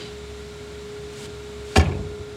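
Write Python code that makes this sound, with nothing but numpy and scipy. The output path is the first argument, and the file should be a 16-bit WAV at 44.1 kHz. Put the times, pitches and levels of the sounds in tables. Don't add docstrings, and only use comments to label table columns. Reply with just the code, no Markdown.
import sys
import numpy as np
from scipy import signal
from scipy.fft import rfft, irfft
from scipy.io import wavfile
from scipy.ndimage import uniform_filter1d

SR = 44100
rng = np.random.default_rng(int(sys.argv[2]) if len(sys.argv) > 2 else 0)


def transcribe(signal):
    frames = np.atleast_2d(signal).T
    limited = np.clip(frames, -1, 1)
    pcm = np.round(limited * 32767).astype(np.int16)
    wavfile.write(sys.argv[1], SR, pcm)


def volts_from_decibels(level):
    exponent = np.asarray(level, float) / 20
    return 10 ** exponent


N = 104076

# (time [s], level [dB], softness [s])
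STOP_KNOCKS = [
    (1.7650, -11, 0.00051),
    (1.7730, -13.5, .001),
    (1.7820, -5.5, 0.0009),
    (1.7905, -7, 0.003),
    (1.8100, -12.5, 0.00075),
]
# (time [s], level [dB], softness [s])
FRAME_BLOWS = [(1.280, -34.5, 0.00079), (1.822, -41, 0.0074), (1.862, -11.5, 0.0026), (1.907, -19, 0.0012),
               (1.952, -19.5, 0.0013), (1.993, -13.5, 0.0035), (2.013, -23, 0.0016), (2.050, -23, 0.0026),
               (2.082, -23, 0.0045), (2.115, -26, 0.0014), (2.195, -27.5, 0.0012)]
# (frequency [Hz], level [dB], t60 [s])
FRAME_MODES = [(62, -40, .15), (87.4, -2.5, 0.18), (102, -13, 0.16), (142.4, -10, 0.29), (198, -2, 0.073),
               (241, -7, 0.068), (311, -2.5, 0.06), (383, 3, 0.055), (433, -27, .06), (530, -35, .06)]
# (frequency [Hz], level [dB per Hz])
SHUDDER_SPECTRUM = [(30, -21), (90, -9), (200, -11.5), (450, -19), (900, -22), (1500, -27.5), (3000, -29.5),
                    (9000, -44)]
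# (frequency [Hz], t60 [s])
SHUDDER_DECAY = [(60, 0.7), (200, 1.0), (700, 0.92), (1300, 0.34), (3000, 0.34), (6000, 0.065),
                 (12000, 0.059)]
# (time [s], level [dB], scrape length [s], top frequency [Hz])
LATCH_CONTACTS = [(1.7563, -16, .002, 6500), (1.7588, -11, .0055, 6000), (1.7645, -13, .003, 7000),
                  (1.7700, -12, .003, 9500), (1.7740, -16, .003, 8000), (1.7795, -22, .009, 9000),
                  (1.7935, -19, .014, 5200), (1.8100, -27, .006, 8000), (1.826, -33, .016, 4200),
                  (1.842, -40, .006, 8000), (1.885, -42, .02, 4200), (1.915, -42, .015, 4000)]
# (frequency [Hz], level [dB], t60 [s])
LATCH_MODES = [(660, -3, .05), (775, 0, .045), (900, -5, .04), (1100, -6, .03), (1380, -3, .03),
               (1740, -1, .025), (1970, -6, .02), (2830, -6, .02), (3220, -6, .02), (3900, -10, .02),
               (4770, -8, .012), (5600, -9, .012), (6900, -7, .012), (8100, -12, .012)]
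# (time [s], level [dB], frequency [Hz], length [s])
PAWL_CHATTER = [
    (1.7585, -19, 2400, .007),
    (1.795, -27, 2320, .012),
    (1.852, -36, 2350, .012),
    (1.912, -41, 2300, .011),
    (1.940, -48, 2500, .008),
]
# (start [s], swell [s], release [s], level [dB], dullness [dB per
CLOTH_SLIDES = [
    (-.06, 0.074, 0.2, -40, -13),
    (1.10, 0.16, 0.015, -39.5, -1.7),
    (1.62, 0.134, 0.024, -43.5, -3),
]
# (frequency [Hz], level [dB per Hz])
CLOTH_SPECTRUM = [(300, 7), (1000, -3), (2200, 0.5), (3750, 2), (5500, -2.5), (8000, -0.5), (11000, -12.5),
                  (16000, -22)]
# (time [s], sixth-order pitch [Hz], whine level [dB], shaft tone level [dB])
MOTOR_COURSE = [(0, 416.6, -38, -51), (.12, 416.8, -39.5, -43.5), (.4, 416.8, -40, -44.5),
                (.6, 416.7, -40.5, -45), (.8, 416.5, -38.5, -42.5), (.93, 416.7, -36.5, -51.5),
                (1.05, 416.5, -37, -39), (1.15, 416.5, -39.5, -52), (1.45, 416.9, -39, -47),
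                (1.65, 417.2, -37.5, -43), (1.9, 417.4, -37.5, -64), (2.07, 417.6, -35.5, -62),
                (2.36, 417.7, -39, -45)]
# (frequency [Hz], width [Hz], level [dB])
EARLIER_BANDS = [(160, 50, -43), (400, 120, -48), (3050, 90, -48), (3970, 90, -48), (4770, 90, -47)]
# (frequency [Hz], level [dB per Hz])
AIR_SPECTRUM = [(30, -19), (50, -15.5), (110, 0), (260, -9.5), (700, -16.5), (3800, -22.5), (8000, -29.5),
                (16000, -50.5)]
# (frequency [Hz], width [Hz], level [dB])
AIR_RESONANCES = [(244.5, 62, -55.5), (657, 20, -63), (1400.5, 72, -56.5), (2240, 270, -59.5),
                  (3680, 1100, -54.5), (7220, 790, -62)]


def evened(x):
    return x / np.sqrt(np.mean(x ** 2) + 1e-20)


def read(points, hz):
    f, value = np.transpose(points)
    return np.interp(np.log(hz + 1), np.log(f + 1), value)


def add(mix, s, sound):
    at = round(s * SR)
    sound = sound[max(-at, 0):]
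    part = mix[max(at, 0):][:len(sound)]
    part += sound[:len(part)]


def coloured(count, db_of):
    hz = np.fft.rfftfreq(count, 1 / SR)
    return evened(irfft(rfft(rng.standard_normal(count)) * volts_from_decibels(db_of(hz)), count))


def slow(rate_hz):
    return coloured(N, lambda hz: -40 * np.log10(1 + (hz / rate_hz) ** 2))


def resonate(x, hz, width):
    r = np.exp(-np.pi * abs(width) / SR)
    return 2 * signal.lfilter([1 - r], [1, -r * np.exp(2j * np.pi * hz / SR)], x).real


def band_noise(x, hz, width):
    return evened(resonate(resonate(x, hz, width), hz, width))


def ring(modes, count):
    t = np.arange(count) / SR
    return sum(volts_from_decibels(db - 60 * t / t60) * np.sin(2 * np.pi * hz * t) for hz, db, t60 in modes)


def high_pass(x, order, hz):
    return signal.sosfilt(signal.butter(order, hz, "high", fs=SR, output="sos"), x)


def pushes(table):
    push, t = np.zeros(N), np.arange(1024) / SR
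    for s, db, soft in table:
        bump = t / soft * np.exp(-t / soft * 2)
        add(push, s, volts_from_decibels(db) * bump / bump.sum())
    return signal.fftconvolve(push, ring(FRAME_MODES, count=SR // 2))[:N]


def frame():
    return pushes(FRAME_BLOWS) + high_pass(pushes(STOP_KNOCKS), 2, 150)


def boom():
    start_s, rise_s, hold_s, t60_s, pitch_hz, level_db = 1.7625, .018, .022, .075, 80, -8
    out, t = np.zeros(N), np.arange(SR // 2) / SR
    rise = np.sin(np.pi / 2 * np.minimum(t / rise_s, 1)) ** 2
    swing = rise * volts_from_decibels(-60 * np.maximum(t - rise_s - hold_s, 0) / t60_s)
    add(out, start_s, volts_from_decibels(level_db) * swing * np.sin(2 * np.pi * pitch_hz * t))
    return out


def latch():
    out, t = np.zeros(N), np.arange(2048) / SR
    metal = ring(LATCH_MODES, count=6000)
    metal = metal / np.linalg.norm(metal)
    for s, db, length, top_hz in LATCH_CONTACTS:
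        grit = rng.standard_normal(len(t)) * volts_from_decibels(2.8 * rng.exponential(1, len(t)))
        grit = evened(grit) * np.minimum(t / .001, 1) / (1 + (t / length) ** 5)
        both = signal.fftconvolve(grit, metal) + np.pad(grit, (0, 5999))
        add(out, s, volts_from_decibels(db) * signal.lfilter(*signal.butter(3, top_hz, fs=SR), both))
    for s, db, hz, length in PAWL_CHATTER:
        hit = rng.standard_normal(len(t)) * np.sin(np.pi * np.minimum(t / length, 1)) ** .5
        rattle = band_noise(hit, hz, 240) * np.sqrt(length / t[-1])
        add(out, s, volts_from_decibels(db) * rattle)
    return signal.lfilter(*signal.butter(2, [400, 13000], "band", fs=SR), out)


def cabin(x):
    t = np.arange(SR // 4) / SR
    tail = rng.standard_normal(len(t)) * volts_from_decibels(-60 * t / 0.086) * (t > .002)
    tail = signal.lfilter(*signal.butter(1, 6000, fs=SR), tail)
    return signal.fftconvolve(x, tail / np.linalg.norm(tail))[:N]


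def fading(x):
    hz, t, z = signal.stft(x, SR, nperseg=512)
    z = z * volts_from_decibels(-60 * t / read(SHUDDER_DECAY, hz)[:, None])
    return signal.istft(z, SR, nperseg=512)[1][:len(x)]


def shudder():
    start_s, level_db, onset_s = 1.79, -22, .025
    out, t = np.zeros(N), np.arange(SR) / SR
    lumps = volts_from_decibels(1.5 * evened(uniform_filter1d(rng.standard_normal(SR), size=600)))
    rumble = fading(coloured(SR, lambda hz: read(SHUDDER_SPECTRUM, hz)) * lumps)
    add(out, start_s, volts_from_decibels(level_db) * np.minimum(t / onset_s, 1) * rumble)
    return out


def cloth():
    out, t = np.zeros(N), np.arange(SR // 2) / SR
    for start, swell, release, db, tilt_db in CLOTH_SLIDES:
        speed = np.minimum(t / swell, 1) ** 0.72 * volts_from_decibels(-20 * np.maximum(t - swell, 0) / release)
        rub = coloured(len(t), lambda hz: read(CLOTH_SPECTRUM, hz) + tilt_db * np.log2(np.maximum(hz, 4500) / 4500))
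        grain = volts_from_decibels(.6 * evened(uniform_filter1d(rng.standard_normal(len(t)), size=200)))
        add(out, start, volts_from_decibels(db) * speed * rub * grain)
    return out


def motor():
    s, hz, whine_db, shaft_db = np.transpose(MOTOR_COURSE)
    t = np.arange(N) / SR
    turn = 2 * np.pi * np.cumsum(np.interp(t, s, hz)) / SR
    whine = volts_from_decibels(np.interp(t, s, whine_db)) * np.sin(turn)
    shaft_level = volts_from_decibels(np.interp(t, s, shaft_db) - 2.3 * slow(5.0))
    shaft = shaft_level * np.sin(turn / 6 + .3 * slow(4.0))
    return np.sqrt(2) * (whine + shaft)


def earlier():
    fade_s = .085
    t = np.arange(N) / SR
    white = rng.standard_normal(N)
    bands = sum(volts_from_decibels(db) * band_noise(white, hz, width) for hz, width, db in EARLIER_BANDS)
    return bands * volts_from_decibels(-10 * (t / fade_s) ** 2)


def air():
    level_db, shut_s, shut_db = -42, 1.9, -2.0
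    bed = volts_from_decibels(level_db) * coloured(N, lambda hz: read(AIR_SPECTRUM, hz))
    white = rng.standard_normal(N)
    bed = bed + sum(volts_from_decibels(db) * band_noise(white, hz, width) for hz, width, db in AIR_RESONANCES)
    treble = signal.filtfilt(*signal.butter(1, 1500, "high", fs=SR), bed)
    return bed + (volts_from_decibels(shut_db) - 1) * treble * (np.arange(N) > shut_s * SR)


def scene():
    body = high_pass(frame() + shudder(), 3, 55)
    metal = latch()
    bed = cloth() + motor() + earlier() + air()
    return (body + boom() + metal + volts_from_decibels(-12) * cabin(metal) + bed)[None]


def band_limit(x):
    return signal.sosfilt(signal.butter(12, 16290, fs=SR, output="sos"), x)


def record(dry):
    duck_from_db, duck_share, recover_db_per_s, limit = -13.5, 0.15, 70., .85
    dry = signal.lfilter(*signal.butter(3, 52, "high", fs=SR), dry)
    power_db = 10 * np.log10(abs(uniform_filter1d(dry[0] ** 2, size=800)) + 1e-12)
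    fall = np.arange(N) * recover_db_per_s / SR
    held_db = np.maximum.accumulate(power_db + fall) - fall
    over_db = np.maximum(held_db - duck_from_db, 0)
    ducked = dry / volts_from_decibels(duck_share * uniform_filter1d(over_db, size=400))
    return band_limit(limit * np.tanh(ducked / limit))


dry = scene()
out = record(dry)
transcribe(out)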